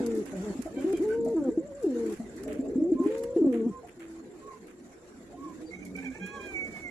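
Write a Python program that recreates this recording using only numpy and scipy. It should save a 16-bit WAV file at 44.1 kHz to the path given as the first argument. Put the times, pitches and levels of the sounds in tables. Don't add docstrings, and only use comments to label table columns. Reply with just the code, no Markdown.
import sys
import numpy as np
from scipy import signal
from scipy.fft import rfft, irfft, next_fast_len
from scipy.io import wavfile
from scipy.ndimage import uniform_filter1d, map_coordinates

SR = 44100
rng = np.random.default_rng(int(sys.argv[2]) if len(sys.argv) > 2 else 0)


def wav_record(signal):
    frames = np.transpose(np.atleast_2d(signal))
    bounded = np.clip(frames, -1, 1)
    quanta = np.round(bounded * 32767).astype(np.int16)
    wavfile.write(sys.argv[1], SR, quanta)


N = 304290
PORTS = np.array([[.5], [-.5]])


def amp(db):
    return 10 ** (np.asarray(db) / 20)


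def unit(x):
    return x / np.sqrt(np.mean(x ** 2) + 1e-20)


def along(points, hz):
    f, v = np.transpose(points)
    return np.interp(np.log(hz + 1), np.log(f + 1), v)


def wobble(rate, n=N):
    knots = rng.standard_normal(int(n * rate / SR) + 4)
    return map_coordinates(knots, [np.arange(n) * rate / SR])


def flutter(depth, rate, n):
    return 1 + depth * wobble(rate, n)


def filtered(x, response):
    m = next_fast_len(N + SR // 2)
    return irfft(rfft(x, m) * response(np.fft.rfftfreq(m, 1 / SR)), m)[..., :N]


def placed(x, pan_db, lag_s):
    return filtered(x * amp(pan_db * PORTS), lambda hz: np.exp(-2j * np.pi * hz * lag_s * PORTS))


def sung(tables, partials, jitter, shimmer_db, fade=0.0048):
    out = np.zeros(N)
    for rows in tables:
        s, hz, *cols = np.transpose(rows)
        a, b = round(max(s[0], 0) * SR), min(round(s[-1] * SR), N)
        t = np.arange(a, b) / SR
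        pitch = np.interp(t, s, hz)
        phase = 2 * np.pi * np.cumsum(pitch * (1 + jitter * wobble(69.24, b - a))) / SR
        edge = np.clip(np.minimum(t - t[0], t[-1] - t) / fade, 0, 1)
        wave = partials(t, phase, [pitch] + [np.interp(t, s, c) for c in cols])
        shimmer = amp(shimmer_db * wobble(47.0, b - a))
        out[a:b] += np.sqrt(2) * edge * shimmer * wave
    return out


def pure(t, phase, cols):
    return amp(cols[1]) * np.sin(phase)


def tone(t, phase, cols):
    return amp(cols[1]) * (np.sin(phase) + amp(-27.5) * np.sin(2 * phase))


def blips(events, t60, shut, attack, sag, octave):
    out, t = np.zeros(N + SR), np.arange(SR // 4) / SR
    swell = (1 - np.exp(-t / attack)) ** 2
    swell = swell * amp(-60 * t / max(t60, .01)) * np.exp(-(t / shut) ** 4)
    swell = swell / swell.max()
    for s, db, hz in events:
        phase = 2 * np.pi * hz * (t - sag * t * t)
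        note = np.sin(phase) + octave * np.sin(2 * phase)
        out[round(s * SR):][:len(t)] += amp(db - 4.0) * swell * note
    return out[:N]


# f/Hz, correlation (-1 to 1)
ALIKE = [(60, 0.82), (180, 0.9), (520, 0.87), (1510, -0.018), (4430, -0.03), (13000, -0.08)]


def rush(spectrum, patchy_db, tall, long):
    z = signal.stft(rng.standard_normal((2, N + 2048)), nperseg=1024)[2]
    field = uniform_filter1d(rng.standard_normal(z.shape[1:]), size=tall, axis=0)
    field = uniform_filter1d(field, size=long, axis=1)
    pair = signal.istft(z * amp(patchy_db * unit(field)), nperseg=1024)[1][:, :N]

    def mid_and_side(hz):
        turn = np.arccos(np.clip(along(ALIKE, hz), -1, 1)) / 2
        return amp(along(spectrum, hz)) * np.array([np.cos(turn), np.sin(turn)])

    mid, side = filtered(pair, mid_and_side)
    return unit(np.array([mid + side, mid - side]))


# t/s, level/dB
CRICKETS = [(0, -70), (1.2, -64.5), (2.6, -65.5), (4.3, -72), (4.7, -75), (6.9, -66)]


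def crickets():
    t = np.arange(N) / SR
    beat = 2 * np.pi * 12.87 * (t - 1.598)
    chirp = np.exp(1.4 * np.cos(beat)) * (1 + 0.8 * np.cos(4 * beat))

    def wing(hz):
        return 1j * hz * 600 / (7350 ** 2 - hz * hz + 1j * hz * 600)

    trill = filtered(unit(chirp) * rng.standard_normal((2, N)), lambda hz: wing(hz) ** 2)
    return amp(np.interp(t, *np.transpose(CRICKETS))) * unit(trill)


# t/s, murmur level/dB, rustle level/dB
NIGHT = [(0.0, -36, -52.5), (0.4, -44.5, -50), (1.321, -39.5, -59.5), (1.59, -39.5, -60), (1.799, -55, -58),
         (2.15, -50, -50.5), (2.3, -43, -58.5), (2.68, -37.5, -58.5), (3.321, -47, -58.5),
         (3.8, -51.5, -58), (5.01, -53, -61), (6.13, -45, -56.5), (6.9, -47, -56.5)]
# t/s, level/dB
BREEZE = [(0, -54), (1.3, -54), (1.7, -60.5), (2.67, -52.5), (3.6, -58), (4.2, -63), (5.0, -66.5),
          (5.7, -57), (6.3, -56), (6.9, -56)]
# f/Hz, relative level/dB
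MURMUR = [(76, -62.5), (130, -18.5), (237, -3.5), (307, -2.5), (355, -1), (490, -8.5), (581, -15.5),
          (900, -40.5), (1170, -44), (1980, -120)]
RUSTLE = [(410, -9.5), (700, -4), (919, -10), (1450, -12), (1900, -10.5), (3280, -23), (3620, -21),
          (5060, -23.5), (7420, -16), (8290, -24.5), (11100, -25), (12900, -35.5), (13400, -50.5)]
RUMBLE = [(15, -43), (25, -36), (49, 0), (107, -4.5), (134, -6.5), (150, -6), (200, -4.5), (330, -120)]
# f/Hz, left-right level/dB
LEAN = [(60, -0.5), (180, -2), (520, 0.5), (1510, -9), (4430, 8.5), (13000, -5)]


def night():
    s, *cols = np.transpose(NIGHT)
    t = np.arange(N) / SR
    murmur_db, rustle_db = [np.interp(t, s, c) for c in cols]
    rustle_db = rustle_db + 2 * wobble(8) + 1.5 * wobble(60)
    breeze_db = np.interp(t, *np.transpose(BREEZE))
    murmur = amp(murmur_db) * rush(MURMUR, patchy_db=5, tall=2, long=9)
    rustle = amp(rustle_db) * rush(RUSTLE, patchy_db=3.5, tall=5, long=4)
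    breeze = amp(breeze_db) * rush(RUMBLE, patchy_db=1.5, tall=3, long=4)
    return filtered(murmur + rustle + breeze + crickets(), lambda hz: amp(along(LEAN, hz) * PORTS))


# f/Hz, t60/s
YARD = [(200, 0.06), (2000, 0.19), (10000, 0.018)]


def yard(x):
    hz, t, z = signal.stft(rng.standard_normal((2, SR // 2)), SR, nperseg=256)
    tail = signal.istft(z * amp(-60 * t / along(YARD, hz)[:, None]), SR, nperseg=256)[1]
    tail[1] = 2.58 * tail[0] + 0.23 * tail[1]
    tail = tail / np.linalg.norm(tail[0])
    late = np.pad(x, (500, 0))
    return signal.fftconvolve(late[None], tail, axes=1)[:, :N]


# t/s, length/s, top f/Hz, arch of the pitch (scales the bend), level/dB
YELPS = [(2.956, 0.11, 1061, 0.52, -42), (3.699, 0.1, 1048, .15, -47.5), (4.411, 0.15, 1102, 0.87, -44),
         (5.363, 0.17, 1110, 1.18, -45), (6.287, 0.15, 1118, 1.1, -45.5)]


def yelps():
    arch = [(0, -0.045, -21), (.15, -.03, -9.5), (.42, 0.0083, -5.5),
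            (.65, -0.028, -0.5), (.75, -.06, -10), (1, -0.099, -16)]
    calls = []
    for s, length, hz, bend, db in YELPS:
        calls.append([(s + u * length, hz * (1 + bend * k), db + d) for u, k, d in arch])
    return sung(calls, pure, jitter=0.0041, shimmer_db=0.0)


CRY_UPPER_DB = (-6, -17)


def cry(t, phase, cols):
    _, second, third, sixth = cols
    levels = [second, third] + [third + db for db in CRY_UPPER_DB] + [sixth]
    phase = phase + 0.6 * wobble(90, len(t)) + .5 * wobble(40, len(t))
    stack = sum(amp(db) * flutter(.6, 150, len(t)) * np.sin(k * phase) for k, db in enumerate(levels, 2))
    return amp(-150 * (t - t[0])) * stack


# t/s, f/Hz, starting level/dB of partials 2, 3 and 6
CRIES = [(.01, 741, -57, -60, -75), (.752, 792, -64, -54, -78), (.925, 790, -68, -52, -68),
         (1.088, 747.6, -46, -59, -62)]
CRY_S = .045


def cries():
    calls = [[(s, *row), (s + CRY_S, *row)] for s, *row in CRIES]
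    return sung(calls, cry, jitter=0.0091, shimmer_db=0.0, fade=0.018)


# t/s, hoarseness
HOARSE = [(5.7, .7), (5.95, 1.0), (6.17, .8), (6.24, .2), (6.9, .1)]
# f/Hz, level/dB
THROAT = [(700, -11), (820, -16.5), (860, -8), (1400, -19), (1510, -24.5), (1600, -4.5), (1730, -10),
          (2050, 5.5), (2250, 6), (2420, -4), (2540, -8.5), (2900, -39), (3250, -14), (3700, -58),
          (4100, -25), (4800, -52), (5800, -27.5), (6500, -26.5), (7400, -30)]
RASP_HZ, RASP_DB = 2290, -3
FULL_DB = -42
BREAK_S, BREAK_HALF_S = 6.365, .03


def crow(t, phase, cols):
    hz, effort_db = cols
    n = len(t)
    hoarse = np.interp(t, *np.transpose(HOARSE))
    gap_db = -28 * np.exp(-((t - BREAK_S) / BREAK_HALF_S) ** 4)
    phase = phase + hoarse * (.4 * wobble(130, n) + 1.2 * wobble(35, n))
    wave = amp(RASP_DB) * hoarse * wobble(311, n) * np.sin(2 * np.pi * RASP_HZ * t)
    for k in range(1, 10):
        db = along(THROAT, k * hz) + (k == 3) * gap_db + (k > 6) * (FULL_DB - effort_db) / 2
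        wave = wave + amp(db) * flutter(.8 * hoarse, 150, n) * np.sin(k * phase)
    return amp(effort_db) * wave


# t/s, f/Hz, effort level/dB
CROW = [
    [(5.705, 709, -59.5), (5.74, 726, -51), (5.77, 744, -65), (5.85, 774, -59), (5.885, 730, -67),
     (5.94, 717, -87)],
    [(5.95, 754, -54), (5.985, 789, -46), (6.018, 762, -55)],
    [(6.02, 835, -52), (6.045, 870, -46), (6.062, 785.5, -46.5), (6.092, 760, -53)],
    [(6.095, 769, -59.5), (6.165, 894, -47.5), (6.19, 860, -45)],
    [(6.195, 786, -49.5), (6.232, 811.4, -41.5), (6.33, 830, -44.5), (6.36, 830, -40), (6.39, 798, -44.5),
     (6.444, 810.3, -43), (6.524, 783, -48.5), (6.545, 760, -43.5), (6.604, 747, -42.5),
     (6.664, 741, -46.5), (6.706, 771, -58.5), (6.77, 731, -50.5), (6.8, 752, -60), (6.855, 722, -44.5),
     (6.9, 692, -52)],
]
# t/s, length/s, f/Hz, level/dB
OVERTONES = [(5.655, 0.07, 4650, -64), (5.73, 0.051, 3785, -68), (5.741, 0.12, 6160, -67)]


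def rooster():
    thin = [[(s, hz, db), (s + length, hz, db)] for s, length, hz, db in OVERTONES]
    syllables = sung(CROW, crow, jitter=.003, shimmer_db=1.5)
    return syllables + sung(thin, pure, jitter=.009, shimmer_db=4, fade=.02)


# f/Hz, left-right level/dB, left leads/rad
CROW_PORTS = [(800, -1, 0), (1600, -8, .5), (2230, -10, 2.3), (2440, -9.5, 3.9), (3250, -1, 1),
              (4000, 8, .2), (5700, 7, 0), (6500, 3, .3)]


def at_ports(x):
    pan, lead = [[(row[0], row[k]) for row in CROW_PORTS] for k in (1, 2)]
    return filtered(x, lambda hz: amp(along(pan, hz) * PORTS) * np.exp(1j * along(lead, hz) * PORTS))


# t/s, length/s, first f/Hz, last f/Hz, level/dB
COOS_FAR = [(3.7, 0.19, 480, 460, -52), (4.239, 0.16, 350, 361, -53), (4.348, 0.39, 400, 485.2, -58),
            (5.55, 0.18, 480, 477, -54), (6.5, 0.12, 440, 492, -51.5), (4.724, 0.69, 362.2, 355.3, -58),
            (5.326, 0.4, 266, 331.5, -49.5), (5.76, 0.389, 300, 252.5, -48), (6.25, 0.394, 360, 362, -50.5),
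            (5.17, 0.55, 162, 172.3, -64.5), (5.7, 0.4, 188.7, 181.3, -55),
            (6.19, 0.089, 182.6, 184, -38.5)]


def far_coos():
    glides = [[(s, first, db), (s + length, last, db)] for s, length, first, last, db in COOS_FAR]
    return sung(glides, tone, jitter=.027, shimmer_db=3, fade=.05)


# t/s, relative level/dB, f/Hz
CLUCKS = [(0.33, -37, 608), (0.605, -36.5, 387), (0.659, -30.5, 660), (0.774, -35, 573), (1.262, -29, 655),
          (2.2, -39, 674), (2.46, -34.5, 625), (2.49, -37.5, 631), (2.61, -30, 450), (2.533, -40.5, 600),
          (2.65, -39.5, 660), (2.836, -36, 576), (3.832, -42, 716), (5.295, -48, 591), (5.329, -42, 716)]
CLUCK_T60_S, CLUCK_SHUT_S = 0.12, .024


def clucks():
    return blips(CLUCKS, CLUCK_T60_S, CLUCK_SHUT_S, attack=0.00097, sag=0.9, octave=0.032)


# t/s, relative level/dB, 1-3 kHz body relative level/dB, left-right level/dB
TICKS = [(0.0631, -26.5, -3, 2.5), (0.1484, -40, -21, 2.5), (0.173, -38.5, -12, 2.5), (0.256, -39.5, 2, -8),
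         (0.364, -45.5, -14, -2), (0.878, -45.5, 3.5, -3), (0.619, -43.5, -2.5, -18.5),
         (0.8075, -42, 3, -1), (0.9256, -35.5, 5, -4.5), (0.9698, -38, 0, 1), (1.0216, -44, -4, 1),
         (1.082, -41, 1, -0.5), (1.2476, -42, -10, -1.5), (1.3079, -52.5, -11, -9.5),
         (1.825, -44, -11.5, 3), (2.062, -46, 0, -8), (2.097, -42, -3, 6.5), (2.125, -40.5, -1.5, -9),
         (2.363, -45.5, -11, -3), (2.435, -36.5, 1, -5.5), (2.4787, -40.5, 7, -3), (2.529, -43.5, 2.5, -6),
         (3.034, -44, 1.5, -8.5), (3.066, -50, 10, -4.5), (3.1078, -49, 10.5, -1.5),
         (3.1802, -38, -21.5, -6.5), (3.236, -35, 1.5, -8), (3.525, -45, 6.5, -9.5), (3.87, -50.5, 3, 0.5),
         (3.996, -46.5, 6.5, -3.5), (4.6698, -48, 3, -1), (5.8504, -39, -21, -3), (5.964, -43, -14, 0.5),
         (6.2626, -37.5, 3, 5)]
BRUSH_T60_S, BRUSH_FROM_DB = 0.054, -36
SHARPER_PER_DB = 0.3
LONGEST_BRUSH_S, BRUSH_FLICKER_DB = .2, 2.2


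def ticks():
    out, t = np.zeros((2, N + SR)), np.arange(SR // 5) / SR
    sharp, high, body = [signal.butter(2, band, "band", fs=SR, output="sos")
                         for band in ([4500, 11500], [3000, 10000], [1100, 2800])]
    contact = (1 - np.exp(-t / .002)) * amp(-60 * t / .03)
    for s, db, body_db, pan_db in TICKS:
        t60 = BRUSH_T60_S * np.exp(-SHARPER_PER_DB * (db - BRUSH_FROM_DB))
        t60 = np.clip(t60, .01, LONGEST_BRUSH_S)
        noise = rng.standard_normal((2, len(t))) * amp(3.0 * wobble(364, len(t)))
        brush = (1 - np.exp(-t / 0.028)) * amp(-60 * t / t60 + BRUSH_FLICKER_DB * wobble(90, len(t)))
        burst = signal.sosfilt(sharp, noise * 0.73 * contact)
        burst += signal.sosfilt(high, noise * 0.64 * brush)
        burst += amp(body_db + 6.5) * signal.sosfilt(body, noise * (brush + 0.25 * contact))
        out[:, round((s - .001) * SR):][:, :len(t)] += amp(db + 2.0) * burst * amp(pan_db * PORTS)
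    return out[:, :N]


# t/s, relative level/dB, f/Hz
GULPS = [(0.002, -16, 257), (0.55, -28, 280), (0.589, -20, 247), (0.653, -26, 324), (0.766, -19.5, 279),
         (0.842, -13.5, 323), (0.933, -10.5, 355), (1.429, -22.5, 286), (1.485, -16.5, 314),
         (1.573, -12.5, 331), (1.84, -18.5, 369), (1.863, -21, 318), (2.118, -27, 341), (2.196, -24.5, 237),
         (2.59, -17, 270), (2.755, -15, 261), (2.779, -14.5, 306), (2.82, -15, 304), (2.917, -10, 320),
         (2.949, -18.5, 264), (2.999, -14, 280), (3.058, -11, 310), (3.361, -10.5, 352), (3.413, -14, 300),
         (3.443, -10, 336), (3.465, -10, 287), (3.661, -17.5, 248)]
GULP_T60_S, SHUT_S = 0.062, 0.032


def gulps():
    return blips(GULPS, GULP_T60_S, SHUT_S, attack=0.0032, sag=1.0, octave=0.048)


# pitch f/Hz, level/dB
CHEST = [(165, -4), (190, -15.5), (235, -9.5), (290, -2), (340, -1), (460, -4.5), (550, -19)]
OCTAVE = [(165, -19), (190, -10.5), (230, -8), (290, -14.5), (340, -27), (460, -33.5), (550, -49.5)]
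UPPER = [(200, -47), (240, -35.5), (290, -38), (340, -41.5), (460, -62)]
UPPER_MIX_DB = (-2, -7, -14)
GLIDE_DULL_DB = -2


def coo(t, phase, cols):
    hz, effort_db, octave_db, upper_db, rasp = cols
    n = len(t)
    glide = uniform_filter1d(np.abs(np.gradient(hz, t)) / 1000, size=600)
    dull_db = GLIDE_DULL_DB * glide
    main_db = effort_db + along(CHEST, hz)
    octave_db = effort_db + octave_db + dull_db + along(OCTAVE, hz)
    upper_db = effort_db + upper_db + dull_db + along(UPPER, hz)
    sac = amp(-3.5) * wobble(100, n) * np.sin(2 * np.pi * 325 * t)
    grain = amp(-17) * wobble(160, n) * np.sin(2 * np.pi * 300 * t)
    main = flutter(rasp, 80, n) * np.sin(phase) + grain
    octave = flutter(.25 + rasp, 80, n) * np.sin(2 * phase + 1) + sac
    upper = sum(amp(d) * flutter(.8, 80, n) * np.sin(k * phase) for k, d in enumerate(UPPER_MIX_DB, 3))
    return amp(main_db) * main + amp(octave_db) * octave + amp(upper_db) * upper


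# [(t/s, f/Hz)]
COOS = [ (-24, 1.5, 3, 0.025, [(0, 258), (.04, 236.6), (.2, 216), (.235, 178)]),
        (-24, -8, 19.5, 0.34, [(.32, 200.6), (.40, 178.8), (.45, 217), (.53, 190)]),
        (-34.5, -1, 14.5, 0.25, [(.71, 208.7), (.78, 251.6), (.845, 292)]),
        (-25, 4.5, 8, 0.053, [(.85, 331), (.875, 377), (.93, 402.3), (.96, 297)]),
        (-24.5, 2.5, 9.5, 0.058, [(.99, 250), (1.045, 433.5), (1.11, 434.7), (1.15, 459.4), (1.335, 461.3),
        (1.355, 333), (1.42, 286.5), (1.51, 231.1)]), (-31.5, -4, -6, .1, [(1.5, 410), (1.575, 524)]),
        (-26.5, 2, 2, 0.18, [(1.59, 492), (1.67, 600.6), (1.73, 540), (1.77, 577), (1.81, 547.5),
        (1.88, 295), (1.92, 245), (2.1, 216.2), (2.15, 196)]), (-30.5, -19, 0, 0.27, [(2.185, 245),
        (2.27, 211.2)]), (-40.5, -2, -5, 0.34, [(2.34, 268), (2.4, 381.4), (2.46, 436.3), (2.57, 414)]),
        (-37, -5, -4, 0.19, [(2.45, 260), (2.52, 293), (2.59, 313)]), (-36, -6, 2, .4, [(2.61, 293),
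        (2.66, 274.7), (2.72, 280)]), (-34.5, -4.5, 0, 0.3, [(2.665, 385), (2.7, 386), (2.735, 320)]),
        (-26.5, -0.5, -12, 0.15, [(2.79, 287.4), (2.905, 376.4), (2.94, 293)]),
        (-28.5, 5, -3, 0.044, [(2.98, 287.7), (3.05, 404.7), (3.16, 458), (3.25, 469), (3.36, 499)]),
        (-22, -1.5, 3, 0.17, [(3.09, 504.6), (3.14, 530), (3.36, 545), (3.42, 319.6), (3.49, 256.6),
        (3.53, 237.2), (3.64, 220.7), (3.68, 245.6), (3.72, 161)]), (-46, -15, -10, 0.13, [(3.96, 371),
        (4.01, 332), (4.2, 330.6), (4.235, 278), (4.3, 138.3)]), ]
COO_FADE_S = 0.017


def near_coos():
    calls = [[(s, hz, *voice) for s, hz in pitch] for *voice, pitch in COOS]
    return sung(calls, coo, jitter=.007, shimmer_db=.6, fade=COO_FADE_S)


def scene():
    far = far_coos() + clucks()
    dog, second_rooster, first_rooster = yelps(), cries(), rooster()
    pair = near_coos() + gulps()
    near = placed(pair, pan_db=1.1, lag_s=.00001)
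    distant = placed(far, pan_db=2.5, lag_s=.00003)
    distant = distant + placed(dog + second_rooster, pan_db=-4.5, lag_s=.0001)
    distant = distant + at_ports(first_rooster)
    sends = amp(-20.0) * pair + amp(-5.5) * far + amp(-13.0) * dog
    sends = sends + amp(-6.0) * second_rooster + amp(-21) * first_rooster
    return night() + yard(sends) + distant + ticks() + near


def record(dry):
    return filtered(dry, lambda hz: hz < 13580)


dry = scene()
out = record(dry)
wav_record(out)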